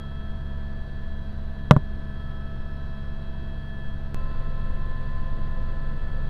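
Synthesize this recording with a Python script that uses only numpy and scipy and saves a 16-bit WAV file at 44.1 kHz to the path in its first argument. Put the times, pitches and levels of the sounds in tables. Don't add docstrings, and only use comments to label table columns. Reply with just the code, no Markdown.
import sys
import numpy as np
from scipy import signal
from scipy.fft import rfft, irfft
from scipy.io import wavfile

SR = 44100
rng = np.random.default_rng(int(sys.argv[2]) if len(sys.argv) > 2 else 0)


def persist_wave(psi):
    counts = np.round(np.clip(psi, -1, 1) * 32767).astype(np.int16)
    wavfile.write(sys.argv[1], SR, np.atleast_2d(counts).T)


N = 277659
TIME = np.arange(N) / SR
CUT_S = 4.1453
LATER = np.clip((TIME - CUT_S) * 1000, 0, 1)

# multiple of the shaft rate, level before the edit in dB, after it in dB.
MAIN_ROTOR = [(1, -44.5, -56), (3, -32.5, -24.5), (6, -43.5, -38), (9, -50.5, -49.5), (12, -55, -60),
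              (15, -56.5, -53), (18, -56, -54)]
# multiple of the blade rate, level before the edit in dB, after it in dB.
TAIL_ROTOR = [(1, -37, -37.5), (2, -42, -41.5), (3, -45.5, -47.5), (4, -67.5, -75.5), (5, -66.5, -97)]
# time in seconds, pitch in Hz.
INPUT_GEAR_PITCH = [(0, 1733.9), (1.1, 1733.2), (2.2, 1728.1), (4.1, 1732.9), (4.2, 1739.2), (5.15, 1744.5),
                    (6.3, 1738.3)]
# time in seconds, level in dB.
INPUT_GEAR_LEVEL = [(0.0, -55.0), (1.2, -53.5), (1.3, -62.5), (1.4, -63.5), (1.6, -52.5), (3.5, -55),
                    (3.8, -49.5), (4.1, -58.5), (5.1, -49), (5.2, -52.5), (6.3, -51.0)]
# multiple of the mesh rate, level before the edit
# in dB, after it in dB, swing in dB, period in seconds, time of a crest in seconds.
MESH_HARMONICS = [(1, -54.5, -55.5, .5, 1.21, 0.71), (4, -71.5, -64.5, 4, 4.25, 3.46),
                  (6, -71, -73.5, 3.5, 1.75, 1.36)]
# time in seconds, level in dB.
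OCTAVE_LEVEL = [(0, -53.5), (0.45, -60.0), (1.0, -69), (1.9, -66.5), (2.25, -54), (3.05, -59), (3.4, -67),
                (4.0, -63.5), (4.2, -53.5), (4.8, -57), (5.15, -65), (5.8, -57), (6.3, -56.5)]
# time in seconds, level in dB.
SHRILL_LEVEL = [(0.0, -56.5), (0.8, -65.5), (1.3, -62.5), (1.4, -87), (1.6, -62.5), (2.0, -67.5),
                (2.2, -59.5), (2.7, -64.5), (3.9, -59), (4.1, -72), (4.7, -66), (5.8, -77), (6.3, -62)]
# pitch at cruising speed in Hz, level before the edit in dB,
# after it in dB.
FAINT_TONES = [(707, -66, -67), (1555, -65, -76), (1963.5, -79, -71.5), (3550, -91, -87),
               (4560, -78, -76.5), (5236, -85.5, -86), (5573, -91.5, -101), (5892, -89, -96),
               (6730, -100, -102), (7866, -99, -105), (9100, -101, -105), (10930, -100, -101)]
# multiple of the shaft rate, level in dB.
TURBINE_HARMONICS = [(11, -96), (13, -100), (15, -96), (17, -99), (21, -101), (23, -101), (25, -103)]
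# time in seconds, pitch in Hz, level in dB.
LOAD_WHINE = [(4.15, 1034, -49.0), (4.5, 1041, -51.9), (5.2, 1033, -48.1), (5.9, 1027, -52.6),
              (6.3, 1019, -65.1)]
# time in seconds, signed thump gain, clack in dB, contact softness (low-pass
# corner) in Hz, rattle in dB.
KNOCKS = [(1.71, -1.09, 1, 2340, -14.5), (1.7345, 0.22, -27, 696, -38), (1.7647, 0.43, -11, 900, -35)]
# pitch in Hz, level in dB, 60 dB decay time in seconds.
MOUNT_SWAY = (144.6, 2.8, 0.053)
# pitch in Hz, level in dB, 60 dB decay time in seconds.
HOUSING_MODES = [(241, -11, 0.053), (397, -30, 0.18), (609.5, -15, 0.093), (775, -11.5, 0.038),
                 (1040, -2, 0.02), (1153, -5.5, 0.015), (1357, -2, 0.012), (2050, -11, 0.0047),
                 (3000, -7, 0.0046)]
# frequency in Hz, relative density in dB per Hz.
ROAR_SPECTRUM = [(10, 5), (30, -9.5), (52, -10), (100, -9.5), (180, -19), (280, -24), (480, -27.5),
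                 (800, -34), (1300, -36.5), (1700, -35), (2200, -48.5), (4300, -47.5), (5100, -60),
                 (7000, -65.5), (14500, -71.5)]
# centre in Hz, width in Hz, lift before the edit in dB,
# after it in dB.
CABIN_RESONANCES = [(526, 44, -1, 9), (1008, 72, 8, 9), (3315, 174, 8.5, 8), (10770, 1200, 4, 5.5)]
# frequency in Hz, lift in dB.
LOAD_LIFT = [(15, 4.5), (50, 3), (110, 4), (500, 1), (1500, 3), (3000, 3), (8000, 2), (14000, 0)]

MESH_PER_TURN, MESH_PER_TAIL_BLADE, WHINE_PER_MESH = 100.6, 9.43, 2.6425
CRUISE_MESH_HZ = 654.5
TURN_DEPTH, TURN_WOBBLE = 0.059, 0.19
TURBINE_HZ = 576
WHISTLE_HZ, WHISTLE_REST_DB, WHISTLE_SWELL_DB = 5202, -89.5, 8.5
WHISTLE_START_S, WHISTLE_ATTACK_S, WHISTLE_HOLD_S, WHISTLE_RELEASE_S = 1.8, .2, 1.0, .35
OVERLOAD_KNEE = 9.7
CUTOFF_HZ = 15200


def rotors(mesh_hz):
    main = rotor(mesh_hz / MESH_PER_TURN, MAIN_ROTOR, flutter=0.062, lag=1.0)
    tail = rotor(mesh_hz / MESH_PER_TAIL_BLADE, TAIL_ROTOR, flutter=0.14, lag=0.5)
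    return main + tail


def rotor(rate_hz, harmonics, flutter, lag):
    phase = 2 * np.pi * np.cumsum(rate_hz) / SR
    pulses = np.zeros(N)
    for k, before_db, after_db in harmonics:
        gusts = 1 + flutter * drift(4.0)
        pulses += from_db(across_cut(before_db, after_db)) * gusts * np.sin(k * phase - lag)
    return np.sqrt(2) * pulses


def gearbox(mesh_hz):
    shaft_hz = mesh_hz / MESH_PER_TURN
    turn = np.sin(2 * np.pi * np.cumsum(shaft_hz) / SR)
    rocking_hz = TURN_WOBBLE * shaft_hz * turn
    teeth = tone(2 * mesh_hz, *in_time(OCTAVE_LEVEL), flutter=0.11, flutter_rate=21)
    teeth += tone(5 * mesh_hz, *in_time(SHRILL_LEVEL), flutter=0.12, flutter_rate=28)
    for k, before_db, after_db, *swell in MESH_HARMONICS:
        level_db = across_cut(before_db, after_db) + swell_db(*swell)
        teeth += tone(k * mesh_hz + rocking_hz, level_db, flutter=0.17, flutter_rate=12.4)
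    faint = np.zeros(N)
    for cruise_hz, before_db, after_db in FAINT_TONES:
        hz = cruise_hz * mesh_hz / CRUISE_MESH_HZ
        faint += tone(hz, across_cut(before_db, after_db), flutter=0.41, flutter_rate=12.0)
    return teeth * (1 + TURN_DEPTH * turn) + faint


def input_gear(whine_hz):
    return tone(whine_hz, *in_time(INPUT_GEAR_LEVEL), flutter=0.13, flutter_rate=9.2)


def turbine():
    shaft_hz = np.full(N, TURBINE_HZ)
    stack = np.zeros(N)
    for k, level_db in TURBINE_HARMONICS:
        stack += tone(k * shaft_hz, level_db, flutter=.3, flutter_rate=8)
    corners_s = np.cumsum([WHISTLE_START_S, WHISTLE_ATTACK_S, WHISTLE_HOLD_S, WHISTLE_RELEASE_S])
    whistle_db = WHISTLE_REST_DB + WHISTLE_SWELL_DB * np.interp(TIME, corners_s, [0, 1, 1, 0])
    whistle = tone(np.full(N, WHISTLE_HZ), whistle_db, flutter=.25, flutter_rate=13)
    loaded = tone(*in_time(LOAD_WHINE), flutter=0.055, flutter_rate=21)
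    return stack + (1 - LATER) * whistle + LATER * loaded


def knocks(chatter_db, rattle_t60, rattle_hz):
    push, contact, rattle = np.zeros((3, N))
    for s, thump, clack_db, soft_hz, rattle_db in KNOCKS:
        click = signal.unit_impulse(N, round(s * SR)) + 1e-18
        dying = (TIME > s) * from_db(-np.minimum(60 * np.abs(TIME - s) / rattle_t60, 200))
        chatter = rng.standard_normal(N) * (rng.random(N) < .1) * dying
        softness = signal.butter(2, soft_hz, fs=SR, output="sos")
        push += thump * signal.sosfilt(softness, click)
        contact += from_db(clack_db) * signal.sosfilt(softness, click + from_db(chatter_db) * chatter)
        rattle += from_db(rattle_db) * chatter
    sway_hz, sway_db, sway_t60 = MOUNT_SWAY
    sway = from_db(sway_db) * ring(push, sway_hz, sway_t60)
    clack = sum(from_db(level_db) * ring(contact, hz, t60) for hz, level_db, t60 in HOUSING_MODES)
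    direct = signal.sosfilt(signal.butter(1, rattle_hz, fs=SR, output="sos"), rattle)
    return sway + clack + direct


def splice(step_db, settle_s):
    age = TIME - CUT_S
    return from_db(step_db) * (age > 0) * np.exp(-np.abs(age) / settle_s)


def roar(mesh_hz, level_db, throb):
    hz = np.arange(N // 2 + 1) * SR / N
    white = rfft(rng.standard_normal(N)) * np.sqrt(SR / 2)
    air = white * from_db(level_db + at_hz(ROAR_SPECTRUM, hz))
    cruise_db, load_db = np.zeros((2, len(hz)))
    for centre_hz, width_hz, before_db, after_db in CABIN_RESONANCES:
        resonance = 1 / (1 + (2 * (hz - centre_hz) / width_hz) ** 2)
        cruise_db += before_db * resonance
        load_db += after_db * resonance
    load_db += at_hz(LOAD_LIFT, hz)
    noise = across_cut(irfft(air * from_db(cruise_db), N), irfft(air * from_db(load_db), N))
    blade_phase = 3 * 2 * np.pi * np.cumsum(mesh_hz / MESH_PER_TURN) / SR
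    return noise * (1 + throb * np.sin(blade_phase)) * from_db(0.11 * drift(3.6))


def tone(hz, level_db, flutter, flutter_rate):
    phase = 2 * np.pi * (np.cumsum(hz) / SR + rng.random())
    steady = (1 + flutter * drift(flutter_rate)) * np.sin(phase)
    quadrature = flutter * drift(flutter_rate) * np.cos(phase)
    return from_db(level_db) * (steady + quadrature) * np.sqrt(2 / (1 + 2 * flutter ** 2))


def ring(force, hz, t60):
    r, w = np.exp(-np.log(1000) / (t60 * SR)), 2 * np.pi * hz / SR
    return signal.lfilter([0, np.sin(w)], [1, -2 * r * np.cos(w), r * r], force + 1e-18)


def drift(rate):
    step = 40
    r = np.exp(-2 * np.pi * rate * step / SR)
    draws = rng.standard_normal(N // step + 2002)
    slow = signal.lfilter([1], [1, -2 * r, r * r], draws)[2000:]
    return np.interp(np.arange(N) / step, np.arange(len(slow)), slow / slow.std())


def swell_db(swing_db, period_s, crest_s):
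    return swing_db * np.cos(2 * np.pi * (TIME - crest_s) / period_s)


def across_cut(before, after):
    return before + (after - before) * LATER


def in_time(rows):
    s, *columns = np.transpose(rows)
    return [np.interp(TIME, s, column) for column in columns]


def at_hz(points, hz):
    f, level = np.transpose(points)
    return np.interp(np.log(hz + 1e-9), np.log(f), level)


def from_db(db):
    return 10 ** (np.asarray(db) / 20)


def scene():
    whine_hz, = in_time(INPUT_GEAR_PITCH)
    mesh_hz = whine_hz / WHINE_PER_MESH
    machinery = rotors(mesh_hz) + gearbox(mesh_hz) + input_gear(whine_hz) + turbine()
    blows = knocks(chatter_db=-16, rattle_t60=0.03, rattle_hz=4500)
    click = splice(step_db=-21.5, settle_s=0.0069)
    air = roar(mesh_hz, level_db=-51.5, throb=0.052)
    return np.tile(machinery + blows + click + air, (2, 1))


def record(dry):
    saturated = dry / (1 + np.abs(dry) ** OVERLOAD_KNEE) ** (1 / OVERLOAD_KNEE)
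    return signal.sosfilt(signal.ellip(10, .1, 80, CUTOFF_HZ, fs=SR, output="sos"), saturated)


dry = scene()
out = record(dry)
persist_wave(out)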